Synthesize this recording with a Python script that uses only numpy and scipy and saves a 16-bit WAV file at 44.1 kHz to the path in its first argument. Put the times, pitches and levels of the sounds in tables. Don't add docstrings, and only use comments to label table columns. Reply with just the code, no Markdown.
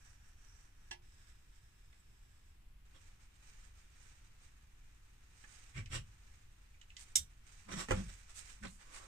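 import sys
import numpy as np
from scipy import signal
from scipy.fft import rfft, irfft
from scipy.io import wavfile

SR = 44100
rng = np.random.default_rng(int(sys.argv[2]) if len(sys.argv) > 2 else 0)


def dump(signal):
    limited = np.clip(np.atleast_2d(signal).T, -1, 1)
    pcm = np.round(limited * 32767).astype(np.int16)
    wavfile.write(sys.argv[1], SR, pcm)


N = 399972
TIME = np.arange(N) / SR

# peak_s, length_s, effort_db
PALM_STROKES = [(0.06, .15, -70.5), (0.27, 0.079, -74), (0.44, 0.085, -74), (0.59, 0.12, -71.5),
                (0.86, .1, -77)]
# time_s, effort_db
FINGER_EFFORT = [(1.02, -82), (1.078, -81), (1.306, -75.5), (1.332, -82), (2.438, -84.5), (2.462, -83),
                 (2.506, -81.5), (2.522, -89), (2.8, -112)]
# peak_s, length_s, effort_db
SLEEVE_STROKES = [(3.05, 0.089, -71.5), (3.22, 0.057, -80), (3.36, 0.034, -77.5), (3.495, 0.099, -67),
                  (3.62, 0.094, -67.5), (3.785, .07, -72.5), (4.05, 0.21, -69.5), (4.25, 0.065, -75.5),
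                  (4.44, .07, -69.5), (4.98, 0.26, -91), (5.54, 0.3, -65.5), (6.25, 0.3, -75),
                  (7.08, 0.082, -68.5), (7.515, 0.098, -67.5), (7.6, 0.078, -69.5), (7.98, 0.39, -61),
                  (8.45, 0.2, -61), (8.98, 0.23, -65)]
# freq_hz, gain_db
PALM_EQ = [(300, -12), (900, -6), (1700, -1), (4000, -8.5), (5800, -5.5), (8200, -2.5), (10000, -13.5),
           (15000, -22)]
FINGER_EQ = [(300, -12), (900, -13), (1700, -2), (4200, -10.5), (5300, -4.5), (8200, -1.5), (10000, -16),
             (15000, -17)]
SLEEVE_EQ = [(250, -4), (600, -7), (1100, -2.5), (2000, 3.5), (3400, -3), (4500, -3), (5800, 1), (8200, 2),
             (10000, -13.5), (12000, -19.5), (15000, -19.5)]
# centre_hz, width_hz, lift_db
PALM_EQ_PEAKS = [(1710, 220, 4), (5760, 520, 9), (7560, 510, 4.5)]
FINGER_EQ_PEAKS = [(1690, 150, 5.1), (3380, 150, 6), (3800, 210, 6.6), (5200, 320, 8.4), (7830, 190, 7)]
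# peak_s, length_s, level_db, pitch_hz
SLIDE_SQUEALS = [(0.516, 0.11, -77.5, 5760), (2.203, 0.78, -82, 7620), (7.738, 0.036, -56, 6000)]

# start_s, level_db, chatter_s
SPINDLE_HITS = [(0.910, -41.5, 0.0018), (0.913, -38.5, 0.0045), (0.927, -44, 0.0054), (0.938, -56, .003)]
GLASSES_HITS = [(7.1548, -28, 0.0018), (7.1568, -21, 0.005), (7.166, -30, 0.013)]
HEEL_HITS = [(7.886, -37.5, 0.036), (7.9075, -25.5, 0.013), (7.916, -25.5, 0.013), (7.943, -43, 0.0053)]
# freq_hz, gain_db
SPINDLE_EQ = [(200, 1.5), (600, -10), (900, 8.5), (1250, -18), (1750, 5), (2750, 6), (4000, -6),
              (5600, -0.5), (6800, -13.5), (9600, -15), (11000, -35), (15000, -28)]
GLASSES_EQ = [(300, -27), (900, -29.5), (1600, -18), (2600, -19.5), (3600, -3), (4500, -14), (6000, -5.5),
              (8400, -3), (10500, -13.5), (12500, -16), (15000, -21.5)]
HEEL_EQ = [(80, 7), (300, 3), (650, -3.5), (900, 1.5), (1700, -4.5), (2700, -3), (4200, -18), (6000, -19.5),
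           (8400, -14), (10500, -33), (15000, -36)]
# pitch_hz, level_db, t60_s
SPINDLE_MODES = [(356, -26, 0.49), (804, -12, 0.18), (1700, -8, 0.11), (2720, -5, .11), (3350, -14, 0.069),
                 (4730, -21, 0.11), (5740, -15, 0.11), (7840, -14, 0.082), (9510, -28, .12)]
HOLLOW_BOARD_MODES = [(517, -4.5, 0.178), (785, -6.5, 0.1), (1125, -11, 0.062), (1630, -11, 0.051),
                      (2006, -9, 0.064)]
# pitch_hz, level_db, t60_s
AFTER_SNAP_RING = [(2110, -26, 0.099), (3740, -24, 0.15), (5660, -18, 0.17), (5700, -4, 0.06),
                   (6340, -25, 0.071), (6640, -5.5, 0.064), (7500, -2, 0.064), (8043, -26, 0.12),
                   (8260, -16, 0.093)]

# peak_s, length_s, level_db, rasp_hz, rasp_lift_db, treble_db
SCRAPES = [ (2.96, 0.027, -65.5, 3350, 7, -9), (5.779, 0.037, -50.5, 2260, 15, -3),
           (5.948, 0.04, -44, 2860, 6.5, -1), (7.692, 0.013, -51.5, 980, 11, -15),
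           (7.729, 0.029, -47.5, 2960, 0, -9.5), (7.801, 0.047, -45, 1030, 8.5, 3),
           (7.978, 0.057, -54, 520, 5.5, -8), (8.094, 0.018, -58, 1690, 4, 0),
           (8.636, 0.011, -50.5, 1690, 17.5, 6), (8.652, 0.014, -47.5, 1950, 0, -20.5),
           (8.991, 0.18, -64.5, 1030, 21, 4)]
# freq_hz, gain_db
SCRAPE_EQ = [(100, -18), (300, 1.5), (700, -11.5), (1100, -6), (1800, -3.5), (3000, -4), (4300, -8.5),
             (6000, -13), (8400, -6), (10500, -22), (15000, -31)]
# centre_hz, width_hz, lift_db
SCRAPE_EQ_PEAKS = [(520, 18, 6.5), (5600, 130, 14), (7560, 470, 6.5)]
# peak_s, rise_s, level_db, pitch_hz
BOARD_BOOMS = [(5.793, 0.021, -42, 123), (5.961, .034, -41.5, 121.6), (7.2, 0.022, -49, 88.2),
               (7.766, 0.043, -45, 182.3), (7.936, 0.021, -39.5, 95.1), (7.99, 0.029, -40.5, 190),
               (8.653, 0.021, -50.5, 205.6)]
# freq_hz, gain_db
FLOOR_EQ = [(15, -14.5), (35, 7.5), (65, -4), (110, -4.5), (200, -26), (500, -38), (1500, -64)]

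# peak_s, length_s, level_db, treble_db
HEAD_BRUSHES = [(7.011, 0.042, -58, 1.5), (8.304, 0.027, -61.5, -10), (8.383, 0.038, -52, 4),
                (8.495, 0.033, -60.5, -9), (8.716, 0.094, -65.5, 21), (8.818, 0.038, -63.5, -20),
                (8.963, 0.049, -54.5, -10)]
# freq_hz, gain_db
BRUSH_EQ = [(300, -20.5), (900, -8), (2000, -2), (3800, -4.5), (6000, -1), (8100, 4), (9600, -4),
            (11000, -15.5), (15000, -21.5)]
# start_s, level_db, ring_hz, ring_lift_db, treble_db
FINGER_TICKS = [(1.928, -58, 500, 17, -8), (5.439, -48.5, 800, 22, -19), (5.859, -42.5, 2250, 20, 15),
                (6.743, -59, 2340, 20, -13), (6.814, -51, 2960, 8, 13), (6.903, -52.5, 2720, 13, 12),
                (6.967, -42, 3300, -2, 19), (8.67, -47.5, 3800, 26, 1)]
# freq_hz, gain_db
TICK_EQ = [(200, -4), (700, -14), (2000, 13), (4500, 4.5), (8200, 1.5), (11000, -44), (15000, -35)]
# freq_hz, gain_db
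RUMBLE_EQ = [(12, -1.5), (25, -2.5), (45, -4.5), (65, -8), (100, -13.5), (150, -23.5), (220, -31.5),
             (400, -35.5), (1000, -67.5)]
HISS_EQ = [(60, -11), (200, 7.5), (500, -3.5), (1000, 2), (1800, 1), (2600, 2.5), (4000, -5), (6000, -8),
           (8000, -9), (10000, -9.5), (15000, -11)]


def palm():
    effort_db = strokes_db(PALM_STROKES, rest_db=-81, start_s=0, end_s=SPINDLE_HITS[0][0])
    return amp(2.0) * rubbing(effort_db, PALM_EQ, PALM_EQ_PEAKS, flutter_db=1.0, side_db=-12.5)


def fingertip():
    effort_db = np.interp(TIME, *np.transpose(FINGER_EFFORT), left=-120, right=-120)
    return amp(5.5) * rubbing(effort_db, FINGER_EQ, FINGER_EQ_PEAKS, flutter_db=1.5, side_db=-11)


def sleeves():
    effort_db = strokes_db(SLEEVE_STROKES, rest_db=-79, start_s=2.85, end_s=np.inf)
    return amp(1.5) * rubbing(effort_db, SLEEVE_EQ, [], flutter_db=2.0, side_db=-13)


def squeals(width_hz=180, flutter_db=3.5):
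    out = np.zeros(N)
    for peak_s, length_s, level_db, pitch_hz in SLIDE_SQUEALS:
        slips = grains(N, per_s=4400, spread_db=6)
        ringing = signal.lfilter(*signal.iirpeak(pitch_hz, pitch_hz / width_hz, fs=SR), slips)
        out += amp(level_db) * stroke(TIME - peak_s, length_s) * rms_one(ringing)
    out *= amp(flutter_db * drift(27))
    return shed(pan(out, -8), direct_db=-5, near_db=-2, tail_db=-13)


def spindle_clack():
    return struck(SPINDLE_HITS, SPINDLE_EQ, SPINDLE_MODES, side_db=-4.5, near_db=-1.5, tail_db=-5)


def glasses_snap():
    return struck(GLASSES_HITS, GLASSES_EQ, AFTER_SNAP_RING, side_db=-6.5, near_db=0, tail_db=-7)


def heel_knock():
    return struck(HEEL_HITS, HEEL_EQ, HOLLOW_BOARD_MODES, side_db=-5.5, near_db=-6, tail_db=-13.5)


def scrapes(rasp_width_hz=450, lead_s=.2):
    out, t = np.zeros((2, N)), TIME[:SR // 2] - lead_s
    for peak_s, length_s, level_db, rasp_hz, lift_db, treble_db in SCRAPES:
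        pressure = amp(level_db) * stroke(t, length_s)
        rasp = [(rasp_hz, rasp_width_hz, lift_db), *SCRAPE_EQ_PEAKS]
        slips = [pressure * grains(len(t), per_s=5000, spread_db=2.0) for channel in range(2)]
        scrape = np.array([colour(x, SCRAPE_EQ, rasp, treble_db) for x in slips])
        add(out, peak_s - lead_s, pan(scrape, -4))
    return shed(out, direct_db=1, near_db=-24, tail_db=0.5)


def floorboards(boom_decay_s=0.037, sag_hz_per_s=130, floor_decay_s=0.084, lead_s=.2):
    boom, rocking, t = np.zeros(N), np.zeros(N), TIME[:SR] - lead_s
    since_peak = np.maximum(t, 0)
    wobble = 1 + 0.087 * drift(31)
    for peak_s, rise_s, level_db, pitch_hz in BOARD_BOOMS:
        load = amp(level_db) * swell(np.minimum(t, 0), rise_s, rise_s)
        glide_hz = (pitch_hz - sag_hz_per_s * since_peak) * np.interp(peak_s + t, TIME, wobble)
        tone = np.sin(2 * np.pi * np.cumsum(glide_hz) / SR)
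        add(boom, peak_s - lead_s, load * np.exp(-since_peak / boom_decay_s) * tone)
        add(rocking, peak_s - lead_s, load * np.exp(-since_peak / floor_decay_s))
    sway = amp(-4.5) * rocking * colour(rng.standard_normal(N), FLOOR_EQ)
    roughness = 1 + 0.39 * drift(79)
    return spaced(pan(np.sqrt(2) * boom * roughness + sway, 0))


def glasses_and_mask(lead_s=.5):
    out = np.zeros((2, N))
    for peak_s, length_s, level_db, treble_db in HEAD_BRUSHES:
        pressure = amp(level_db) * stroke(TIME[:SR] - lead_s, length_s)
        slips = [pressure * grains(SR, per_s=4000, spread_db=2.0) for channel in range(2)]
        brush = np.array([colour(x, BRUSH_EQ, [], treble_db) for x in slips])
        add(out, peak_s - lead_s, pan(brush, -4.5))
    return shed(out, direct_db=2.0, near_db=-14, tail_db=-6.5)


def ticks(ring_width_hz=600):
    out = np.zeros(N)
    for start_s, level_db, ring_hz, lift_db, treble_db in FINGER_TICKS:
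        touch = contact(level_db, chatter_s=0.0033)
        add(out, start_s, colour(touch, TICK_EQ, [(ring_hz, ring_width_hz, lift_db)], treble_db))
    return shed(pan(out, -5), direct_db=-3.5, near_db=-9, tail_db=-4)


def room_tone(rumble_db=-59.5, hiss_db=-74.5):
    rumble = amp(rumble_db) * colour(rng.standard_normal(N), RUMBLE_EQ)
    hiss = amp(hiss_db) * np.array([colour(noise, HISS_EQ) for noise in rng.standard_normal((2, N))])
    return spaced(pan(rumble, 0)) + hiss


def rubbing(effort_db, eq, peaks, flutter_db, side_db, brighten=0.41):
    level_db = effort_db + flutter_db * drift(42)
    slips = [amp(level_db) * grains(N, per_s=9700, spread_db=2.5) for channel in range(2)]
    friction = np.array([colour(x, eq, peaks) for x in slips])
    body = signal.sosfilt(signal.butter(1, 2200, "low", fs=SR, output="sos"), friction)
    hiss = friction - body
    vigour_db = np.clip(level_db + 68, -10, 20)
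    return body * amp(-brighten * vigour_db) + hiss * amp([[side_db], [0]])


def grains(count, per_s, spread_db):
    slips = rng.random(count) < per_s / SR
    return rms_one(slips * rng.standard_normal(count) * amp(spread_db * rng.standard_normal(count)))


def strokes_db(strokes, rest_db, start_s, end_s):
    power = amp(rest_db) ** 2 * ((TIME >= start_s) & (TIME < end_s)) + 1e-12
    for peak_s, length_s, effort_db in strokes:
        power += (amp(effort_db) * stroke(TIME - peak_s, length_s)) ** 2
    return 10 * np.log10(power)


def stroke(t, length_s, rise_share=0.51):
    return swell(t, rise_share * length_s, (1 - rise_share) * length_s)


def swell(t, rise_s, fall_s):
    return np.exp(-.5 * (t / np.where(t < 0, rise_s, fall_s)) ** 2)


def struck(hits, eq, partials, side_db, near_db, tail_db):
    force, ring, t = np.zeros(N), np.zeros(N), TIME[:SR // 2]
    for start_s, level_db, chatter_s in hits:
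        add(force, start_s, contact(level_db, chatter_s))
    hardest_s, hardest_db, _ = max(hits, key=lambda hit: hit[1])
    for pitch_hz, level_db, t60_s in partials:
        decay = amp(hardest_db + level_db) * np.exp(-np.log(1000) * t / t60_s)
        add(ring, hardest_s, rng.choice([-1, 1]) * decay * np.sin(2 * np.pi * pitch_hz * t))
    attack = pan(colour(force, eq), side_db)
    return shed(attack, -5.5, near_db, tail_db) + spaced(pan(ring, side_db))


def contact(level_db, chatter_s, crack=0.32, count=8192):
    t = TIME[:count]
    chatter = rng.choice([-1, 1], count) * np.exp(-t / chatter_s)
    return amp(level_db) * (chatter + (t == 0) * crack * np.linalg.norm(chatter))


def shed(pair, direct_db, near_db, tail_db, near_t60_s=0.0063, tail_t60_s=0.14):
    t = TIME[:SR // 3]
    echoes = 0
    for level_db, t60_s in ((near_db, near_t60_s), (tail_db, tail_t60_s)):
        decay = rng.standard_normal((2, len(t))) * np.exp(-np.log(1000) * t / t60_s)
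        echoes = echoes + amp(level_db) * decay / np.linalg.norm(decay, axis=1, keepdims=True)
    echoes = signal.sosfilt(signal.butter(2, 397, "high", fs=SR, output="sos"), echoes)
    return amp(direct_db) * spaced(pair) + signal.oaconvolve(pair, echoes, axes=1)[:, :N]


def colour(x, eq, peaks=(), treble_db=0, size=8192):
    hz = np.maximum(np.fft.rfftfreq(size, 1 / SR), 1)
    eq_hz, eq_db = np.transpose(eq)
    shelf_db = treble_db * hz ** 2 / (hz ** 2 + 3500 ** 2)
    gain = amp(np.interp(np.log(hz), np.log(eq_hz), eq_db) + shelf_db)
    for centre_hz, width_hz, lift_db in peaks:
        gain *= np.sqrt(1 + (amp(lift_db) ** 2 - 1) / (1 + (2 * (hz - centre_hz) / width_hz) ** 2))
    cepstrum = irfft(np.log(gain))[:size // 2]
    response = irfft(np.exp(2 * rfft(cepstrum, size)))
    return signal.oaconvolve(x, response / np.linalg.norm(response))[:len(x)]


def drift(rate_hz):
    pole = np.exp(-2 * np.pi * rate_hz / SR)
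    return rms_one(signal.lfilter([1], [1, -2 * pole, pole * pole], rng.standard_normal(N + SR))[SR:])


def pan(x, side_db):
    return x * amp(np.array([[side_db], [-side_db]]) / 2)


def spaced(pair, lag_s=.0006):
    return np.array([np.interp(TIME - lag_s, TIME, pair[0]), pair[1]])


def add(track, start_s, sound):
    start = round(start_s * SR)
    part = sound[..., :N - start]
    track[..., start:start + part.shape[-1]] += part


def amp(db):
    return 10 ** (np.asarray(db) / 20)


def rms_one(x):
    return x / np.sqrt(np.mean(x ** 2) + 1e-20)


def scene():
    rubs = shed(palm() + fingertip() + sleeves(), direct_db=-1, near_db=-11.5, tail_db=0.5) + squeals()
    movement = scrapes() + floorboards()
    knocks = spindle_clack() + glasses_snap() + heel_knock()
    handling = ticks() + glasses_and_mask()
    return rubs + knocks + movement + handling + room_tone()


def record(dry, cutoff_hz=15400):
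    return signal.sosfilt(signal.ellip(10, .1, 80, cutoff_hz, fs=SR, output="sos"), dry)


dry = scene()
out = record(dry)
dump(out)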